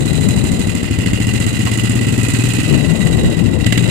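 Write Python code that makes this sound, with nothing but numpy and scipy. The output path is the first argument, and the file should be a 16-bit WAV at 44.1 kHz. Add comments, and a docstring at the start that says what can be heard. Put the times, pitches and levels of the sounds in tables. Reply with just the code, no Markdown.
"""A single-cylinder quad bike idles at the edge of a puddle: each firing sends two puffs through the muffler,
and blows of the valve gear and casing ring metal at fixed places in the cycle. Wind, as coloured noise,
buffets the left microphone port all the time and the right one in short gusts; a hollow note drifts at the left.
The engine speeds up with some hard firings, cracks of noise, and a burst of noise makes a small splash.
It drops back; a dry decaying tone ticks on the left, then three sputters crack and ring the metal."""
import sys
import numpy as np
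from scipy import signal
from scipy.fft import rfft, irfft
from scipy.io import wavfile
from scipy.ndimage import uniform_filter1d

SR = 44100
rng = np.random.default_rng(int(sys.argv[2]) if len(sys.argv) > 2 else 0)


def pcm_store(signal):
    """Save signal as 16-bit PCM."""
    levels = np.round(np.clip(np.atleast_2d(signal), -1, 1) * 32767)
    wavfile.write(sys.argv[1], SR, levels.astype(np.int16).T)


N = 171990
T = np.arange(N) / SR


def amp(db):
    """Decibels to gain."""
    return 10 ** (np.asarray(db) / 20)


def unit(x):
    """Scales to an rms of one."""
    return x / np.sqrt(np.mean(x ** 2) + 1e-20)


def curve(rows, axis=1):
    """One column of a time table, interpolated at every sample."""
    rows = np.array(rows)
    return np.interp(T, rows[:, 0], rows[:, axis])


def colour(x, points, law=amp):
    """Zero-phase filter; the spectrum table is interpolated over log frequency."""
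    hz, value = np.transpose(points)
    bins_hz = np.fft.rfftfreq(2 * N, 1 / SR)
    gain = law(np.interp(np.log(bins_hz + 1), np.log(hz), value))
    return irfft(rfft(x, 2 * N) * gain)[:N]


def resonate(x, hz, width_hz):
    """A fixed or moving resonance of gain one: shift to 0 Hz, one-pole lowpass, shift back."""
    turn = np.exp(2j * np.pi * np.cumsum(hz * np.ones(N)) / SR)
    pole = np.exp(-np.pi * abs(width_hz) / SR)
    smooth = signal.lfilter([1 - pole], [1, -pole], x / turn + 1e-18)
    return 2 * (turn * smooth).real


def ring(blows, modes):
    """Metal modes struck by a train of blows."""
    return sum(amp(db) * unit(resonate(blows, hz, width_hz)) for hz, width_hz, db in modes)


GRIT_SHARE = .55  # of the driving power


def wander(blows, grit, rows, width_hz):
    """A steep resonance whose pitch and level drift, struck by blows and shaken by grit."""
    hz = curve(rows)
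    drive = np.sqrt(1 - GRIT_SHARE) * unit(blows) + np.sqrt(GRIT_SHARE) * unit(grit)
    note = resonate(resonate(drive, hz, width_hz), hz, width_hz)
    return amp(curve(rows, axis=2)) * unit(note)


def wobble(seconds):
    """Noise of rms one, smoothed twice over a window."""
    n = max(int(seconds * SR), 1)
    return unit(uniform_filter1d(uniform_filter1d(rng.standard_normal(N), n), n))


def add(mix, s, sound):
    """Adds a sound at a time, cut to fit."""
    at = int(round(s * SR))
    part = mix[max(at, 0):max(at + len(sound), 0)]
    part += sound[max(-at, 0):][:len(part)]


# Engine speed. Each row: time in seconds, firings per second.
ENGINE_SPEED = [(0.0, 12.943), (0.5, 13.071), (0.85, 12.44), (1.0, 13.243), (1.2, 14.596), (1.5, 15.835),
                (1.9, 16.832), (2.3, 19.19), (2.68, 21.41), (2.88, 18.116), (3.07, 17.445), (3.2, 15.515),
                (3.45, 14.029), (3.62, 12.625), (3.68, 14.916), (3.76, 20.874), (3.9, 18.19)]
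START_CYCLES = .721


def cycles():
    """Engine cycles at every sample: the running integral of speed, one firing per cycle."""
    return np.cumsum(curve(ENGINE_SPEED)) / SR - START_CYCLES


def moments(share, shift=0):
    """Times at which the engine passes a place in its cycle; -1 when outside the scene."""
    return np.interp(np.arange(-1, 64) + share, cycles() - shift, T, left=-1, right=-1)


# Strength of the firings. Each row: time in seconds, relative level in dB.
FIRING_EFFORT = [(0, -6), (.9, -5), (1.2, -4), (1.8, -5), (2.6, -2.5), (2.73, -6), (2.85, -14.5),
                 (3.1, -15.5), (3.43, -10.5), (3.58, -9), (3.66, -3), (3.73, -7.5), (3.78, -5),
                 (3.84, -9.5)]


def effort_db():
    """Firing strength at every sample."""
    return curve(FIRING_EFFORT)


# Exhaust puffs of one cycle. Each row: place as a share of the cycle, relative level in dB, sigma in seconds.
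EXHAUST_PUFFS = [(-.004, 0, .00068), (.146, -3.2, .00082)]
# Muffler resonances. Each row: frequency in Hz, width in Hz, relative level in dB.
MUFFLER_MODES = [(116.2, 15.7, -2.5), (177.6, 28, -19.5), (217.6, 71, -8), (266.6, 30, -12),
                 (302, 17, -16.5)]
EXHAUST_DB, FIRING_SPREAD_DB = -19, 1.36
EXHAUST_LEFT_DB, EXHAUST_LEFT_LAG_S = 1, 0.00072


def exhaust():
    """Two Gaussian puffs per firing ring the muffler."""
    t = np.arange(-256, 256) / SR
    flow = np.zeros(N)
    strength = amp(-FIRING_SPREAD_DB * rng.standard_normal(len(moments(0))))
    for share, db, sigma_s in EXHAUST_PUFFS:
        puff = -amp(db) * np.exp(-.5 * (t / sigma_s) ** 2)
        for s, size in zip(moments(share), strength):
            add(flow, s + t[0], size * puff)
    flow = flow - uniform_filter1d(flow, SR // 40)  # remove the slow mean
    flow = flow * amp(effort_db())
    muffled = sum(amp(db) * resonate(flow, hz, width_hz) for hz, width_hz, db in MUFFLER_MODES)
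    right = amp(EXHAUST_DB) * unit(muffled)
    left = amp(EXHAUST_LEFT_DB) * np.interp(T - EXHAUST_LEFT_LAG_S, T, right)
    return np.array([left, right])


# Knocks of one cycle. Each row: place as a share of the cycle, shift in share per extra firing per second,
# decay in seconds, share that follows the firing strength, then relative levels in dB
# into casing, ping, rolling ring, whir and fizz.
KNOCKS = [(-.035, -.009, 0.0076, 0.75, -7, 0.5, -6, -28, 6),
          (-.022, 0.0029, 0.0065, 1, -2.5, -6, -3, 4, -9.5), (.135, 0, 0.0056, 0.4, -2, 3, -6.5, 4, -5),
          (.225, -.003, 0.0014, .1, -14.5, -6, -9, 2, -8), (.265, 0, 0.0066, 0.19, -3, -27, 0.5, 5, -0.5),
          (.345, -.003, 0.018, 0.16, -9, -7, 0, 4, -2), (.555, -.001, 0.0065, 0.69, -3, -2.5, -11, 1, -6),
          (.62, -.009, 0.024, 0.34, -13, 2, 0, 5.5, -9)]
MIDDLE_SPEED_HZ = 15  # firings per second with no shift
KNOCK_RISE_S, KNOCK_SPREAD_DB, KNOCK_JITTER_S = 0.0017, 1.2, .0005
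GRAIN_DB, GRAIN_S = 1, 0.0019
SHAKE_FLOOR = .27  # steady shaking between knocks
# The clatter hushes while the piston compresses.
HUSH_PLACE, HUSH_HALF_WIDTH, HUSH_DB = .87, .07, -4  # shares of the cycle, dB


def knocks():
    """The blows, and the envelope of gritty shaking that follows them, for each ringing part."""
    t = np.arange(SR // 16) / SR
    effort = effort_db()
    faster = curve(ENGINE_SPEED) - MIDDLE_SPEED_HZ
    blows, power = np.zeros((2, 5, N))
    for share, shift, decay_s, follows, *parts_db in KNOCKS:
        times = moments(share, shift * faster)
        fall = np.exp(-np.maximum(t - KNOCK_RISE_S, 0) / decay_s)
        burst = np.minimum(t / KNOCK_RISE_S, 1) * fall
        for s, (late, hard) in zip(times, rng.standard_normal((len(times), 2))):
            at = s + KNOCK_JITTER_S * late
            change_db = KNOCK_SPREAD_DB * hard + follows * np.interp(s, T, effort)
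            for part, size in enumerate(amp(np.array(parts_db) + change_db)):
                add(power[part], at, (size * burst) ** 2)
                add(blows[part], at + KNOCK_RISE_S, np.array([size]))
    hush_db = HUSH_DB * np.exp(-((cycles() % 1 - HUSH_PLACE) / HUSH_HALF_WIDTH) ** 2)
    shake = np.sqrt(power + SHAKE_FLOOR ** 2) * amp(hush_db + GRAIN_DB * wobble(GRAIN_S))
    return blows, shake


# Each row: time in seconds, relative level of the clatter in dB, relative level of its treble in dB.
CLATTER_LEVELS = [(0, 0, 0.5), (.3, 1, 1), (.6, 1, 1.5), (.9, 1.5, -2), (1.2, 1.5, -0.5), (1.5, 2.5, 1.5),
                  (1.8, 3.5, 1.5), (2.05, 1.5, 0), (2.35, 3, 3), (2.7, 3.5, 0), (2.9, 1.5, 0.5),
                  (3.1, 1.5, 1), (3.35, 1, -2.5), (3.57, -2.5, -5.5), (3.72, 0, -2.5), (3.9, 4, 2)]
# Spectra of casing and fizz. Each row: frequency in Hz, relative level in dB.
CASING_SPECTRUM = [(300, -35), (700, -8.5), (1100, -6), (1400, -5), (1700, -6.5), (1950, 5.5), (2200, -6),
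                   (2500, 1), (3100, -1), (3550, -7), (4050, -6.5), (4500, -11), (4900, -8.5), (5700, -15),
                   (9000, -25.5)]
FIZZ_SPECTRUM = [(3000, -12), (5700, -19.5), (6600, -4), (7500, 0), (8700, -5.5), (10000, -9),
                 (11500, -16.5), (14500, -18)]
CASING_DB, FIZZ_DB = -28.5, -27
# Metal modes, then thin rings. Each row: frequency in Hz, width in Hz, level in dB.
METAL_MODES = [(1564, 6.7, -49), (2010, 39, -48.5), (2502, 14, -38), (2770, 8.3, -42.5), (2870, 15, -36),
               (4372, 18, -45), (4850, 27, -48.5)]
THIN_MODES = [(1971, 11, -39.5), (3862, 13.6, -40.5)]
# Each row: time in seconds, gain of the thin rings in dB.
THIN_GAIN = [(0, -20), (.6, 1), (1.1, -8), (1.7, -3.5), (2.6, 0), (3, 8.5), (3.5, 4.5), (3.9, -8)]
# Wandering rings: main ping, rolling ring, higher whir. Each row: time in seconds, pitch in Hz, level in dB.
PING_TRACK = [(0, 1990, -36), (.6, 2030, -36), (1.2, 1980, -32), (1.8, 1980, -32), (2.6, 1940, -37),
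              (3, 1960, -32), (3.5, 1950, -38), (3.9, 2020, -29)]
ROLLING_TRACK = [(0, 2530, -50), (.6, 2730, -37), (1.2, 2786, -29.5), (1.55, 2750, -34), (1.85, 2860, -32),
                 (2.2, 2575, -32), (2.75, 2640, -29.5), (3, 2820, -33.5), (3.55, 2720, -35.5),
                 (3.9, 2780, -29.5)]
WHIR_TRACK = [(0, 3920, -34.5), (.25, 3940, -34.5), (.6, 3930, -35.5), (.9, 4050, -48), (1.2, 4100, -51),
              (1.42, 3900, -36), (1.9, 4070, -47), (2.5, 4000, -42), (3.1, 3900, -43), (3.55, 3780, -47),
              (3.9, 3880, -32.5)]
PING_WIDTH_HZ, ROLLING_WIDTH_HZ, WHIR_WIDTH_HZ = 190, 260, 210


def clatter():
    """Knocks locked to the cycle shake the casing and ring the metal; two paths with separate grit."""
    blows, shake = knocks()
    body = unit(amp(curve(CLATTER_LEVELS)))
    treble = unit(amp(curve(CLATTER_LEVELS, axis=2)))
    paths = []
    for grit in rng.standard_normal((2, 5, N)) * shake:
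        (_, casing), ping, rolling, whir, (_, fizz) = zip(blows, grit)
        path = body * amp(CASING_DB) * unit(colour(casing, CASING_SPECTRUM))
        path += treble * amp(FIZZ_DB) * unit(colour(fizz, FIZZ_SPECTRUM))
        path += wander(*ping, PING_TRACK, PING_WIDTH_HZ)
        path += wander(*rolling, ROLLING_TRACK, ROLLING_WIDTH_HZ)
        path += wander(*whir, WHIR_TRACK, WHIR_WIDTH_HZ)
        paths.append(path)
    metal = body * ring(blows[0], METAL_MODES)
    thin = amp(curve(THIN_GAIN)) * ring(blows[3], THIN_MODES)
    return np.array([paths[0] + metal + thin, paths[1]])


# Left port against right. Each row: frequency in Hz, level in dB.
LEFT_SPECTRUM = [(500, -2), (1200, -6), (1550, -3), (2000, -8), (3000, -7), (4300, -2), (5300, -2),
                 (6300, -9), (7500, -19), (10000, -19), (11500, -38)]
# Likeness of the ports. Each row: frequency in Hz, likeness from 0 to 1.
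PORT_LIKENESS = [(500, 0.4), (1300, 0.27), (2000, 0.32), (2900, 0.22), (4000, 0.35), (8000, 0.29)]
LEFT_LAG_SAMPLES = 64


def ports(right, other):
    """The left channel carries the engine metal 64 samples late, duller and partly by other paths."""
    shared = colour(right, PORT_LIKENESS, lambda c: np.clip(c, 0, 1))
    separate = colour(other, PORT_LIKENESS, lambda c: np.sqrt(1 - np.clip(c, 0, 1) ** 2))
    left = colour(shared + separate, LEFT_SPECTRUM)
    return np.array([np.pad(left, (LEFT_LAG_SAMPLES, 0))[:N], right])


# Wind on the left port. Each row: time in seconds, level in dB.
LEFT_WIND = [(0, -11.5), (.17, -12), (.35, -12), (.6, -12.5), (.9, -16), (1.1, -14.5), (1.4, -15),
             (1.8, -16.5), (2.2, -13.5), (2.64, -17.5), (2.7, -9), (3.2, -10), (3.35, -12), (3.55, -9.5),
             (3.72, -14), (3.9, -10)]
# Gusts on the right port. Each row: centre in seconds, half length in seconds, level in dB.
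RIGHT_GUSTS = [(0.017, 0.0045, -12.5), (0.319, 0.062, -19), (0.458, .03, -23), (0.55, 0.03, -17.5),
               (1.033, 0.031, -20.5), (1.12, 0.0046, -12.5), (2.754, 0.039, -26), (3.104, 0.054, -27),
               (3.25, 0.054, -12)]
# Spectra of buffeting and brighter flutter. Each row: frequency in Hz, relative level in dB.
BUFFET_SPECTRUM = [(20, -24.5), (45, -10), (80, -0.5), (160, 0.5), (260, -5), (400, -14), (600, -25),
                   (1000, -32), (1600, -41), (4000, -77)]
FLUTTER_SPECTRUM = [(120, -27), (300, 2.5), (480, 1.5), (750, -7), (1200, -28.5), (3000, -81)]
RIGHT_CALM_DB = -30
LUMP_DB, LUMP_S = 1, 0.016
FLUTTER_DB, FLUTTER_EXPONENT = -10.5, 1.37  # flutter grows faster than the wind
FLUTTER_LUMP_DB, FLUTTER_LUMP_S = 3.9, 0.0053


def wind():
    """Lumpy turbulence, unrelated at the two ports, brighter when it blows harder."""
    gusts = sum(amp(db) * np.exp(-((T - s) / half_s) ** 2) for s, half_s, db in RIGHT_GUSTS)
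    out = []
    for level in amp(curve(LEFT_WIND)), amp(RIGHT_CALM_DB) + gusts:
        low, high = rng.standard_normal((2, N)) * amp(LUMP_DB * wobble(LUMP_S))
        buffet = unit(colour(low, BUFFET_SPECTRUM))
        lumpy = high * amp(FLUTTER_LUMP_DB * wobble(FLUTTER_LUMP_S))
        flutter = unit(colour(lumpy, FLUTTER_SPECTRUM))
        out.append(level * buffet + amp(FLUTTER_DB) * level ** FLUTTER_EXPONENT * flutter)
    return np.array(out)


# Drifting note in the left wind. Each row: time in seconds, pitch in Hz, level in dB.
HOLLOW_TRACK = [(0, 157, -23), (.3, 149, -25), (.7, 148, -38), (2.6, 130, -31), (2.75, 136, -18),
                (2.95, 165, -17), (3.12, 157, -14), (3.33, 108, -19.5), (3.52, 156, -17), (3.7, 153, -21),
                (3.9, 170, -18)]
HOLLOW_WIDTH_HZ = 40


def hollow():
    """Turbulence through a drifting resonance, left only."""
    hz = curve(HOLLOW_TRACK)
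    once = resonate(rng.standard_normal(N), hz, HOLLOW_WIDTH_HZ)
    note = resonate(once, hz, HOLLOW_WIDTH_HZ)
    return np.array([amp(curve(HOLLOW_TRACK, axis=2)) * unit(note), np.zeros(N)])


# A few under throttle, then three sputters. Each row: start in seconds, level in dB, crack length in seconds.
HARD_FIRINGS = [(.829, -23, .002), (.986, -21.5, .002), (1.0592, -19.5, 0.0026), (1.1315, -20, .002),
                (1.2, -23, 0.0025), (1.715, -23, .002), (3.6625, -11, 0.0043), (3.7227, -10.5, 0.0046),
                (3.7753, -11.5, .003)]
# Crack spectrum. Each row: frequency in Hz, relative level in dB.
CRACK_SPECTRUM = [(300, 15), (900, 3), (1400, 2), (2050, 17), (2400, 5), (2950, 15), (3800, 1.5),
                  (4900, -3.5), (5700, -10), (7200, 7.5), (10000, -6), (14000, -12)]
# Modes struck by the hard firings. Each row: frequency in Hz, width in Hz, level in dB.
CLANK_MODES = [(1890, 70, -51), (2080, 110, -56), (2730, 47, -72), (3020, 180, -61), (3910, 60, -51),
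               (4480, 74, -62), (4790, 83, -49), (6900, 90, -54), (7200, 82, -58)]
CRACK_RISE_S, CRACK_DECAY_S = 0.0015, 0.004
CRACK_TAIL_SHARE, CRACK_TAIL_S = 0.12, 0.025


def sputters():
    """Hard firings crack through the casing as noise bursts and leave it ringing."""
    t = np.arange(SR // 8) / SR
    level, blows = np.zeros((2, N))
    for s, db, length_s in HARD_FIRINGS:
        after = np.maximum(t - CRACK_RISE_S - length_s, 0)
        fall = np.exp(-after / CRACK_DECAY_S) + CRACK_TAIL_SHARE * np.exp(-after / CRACK_TAIL_S)
        add(level, s, amp(db) * np.minimum(t / CRACK_RISE_S, 1) * fall)
        add(blows, s + CRACK_RISE_S, amp([db]))
    near, far = [level * unit(colour(z, CRACK_SPECTRUM)) for z in rng.standard_normal((2, N))]
    return np.array([near + ring(blows, CLANK_MODES), far])


# Splash spectrum. Each row: frequency in Hz, relative level in dB.
SPLASH_SPECTRUM = [(300, -7), (700, 12), (1100, 14), (1600, 0), (4000, -38)]
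SPLASH_START_S, SPLASH_DB, SPLASH_DECAY_S = 1.668, -20, 0.014


def splash():
    """A short slap of water: decaying coloured noise, separate at each port."""
    decay = np.exp(-abs(T - SPLASH_START_S) / SPLASH_DECAY_S)
    level = amp(SPLASH_DB) * (T > SPLASH_START_S) * decay
    return np.array([level * unit(colour(z, SPLASH_SPECTRUM)) for z in rng.standard_normal((2, N))])


TICK_CENTRE_S, TICK_DB, TICK_DECAY_S, TICK_HZ = 3.646, 0, 0.000083, 3800


def tick():
    """One tiny dry tick on the left: a cosine under a two-sided exponential."""
    t = T - TICK_CENTRE_S
    left = amp(TICK_DB) * np.exp(-abs(t) / TICK_DECAY_S) * np.cos(2 * np.pi * TICK_HZ * t)
    return np.array([left, np.zeros(N)])


def scene():
    """Engine, wind and water at the two ports."""
    engine = exhaust() + ports(*(clatter() + sputters()))
    return engine + wind() + hollow() + splash() + tick()


EDGE_HZ = 14400


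def record(dry):
    """Peaks are rounded off near full scale; then a lowpass sets the band limit."""
    held = dry / (1 + abs(dry) ** 8) ** (1 / 8)
    lowpass = signal.firwin(255, EDGE_HZ, window=("kaiser", 9), fs=SR)
    return signal.oaconvolve(held, lowpass[None], "same")


dry = scene()
out = record(dry)
pcm_store(out)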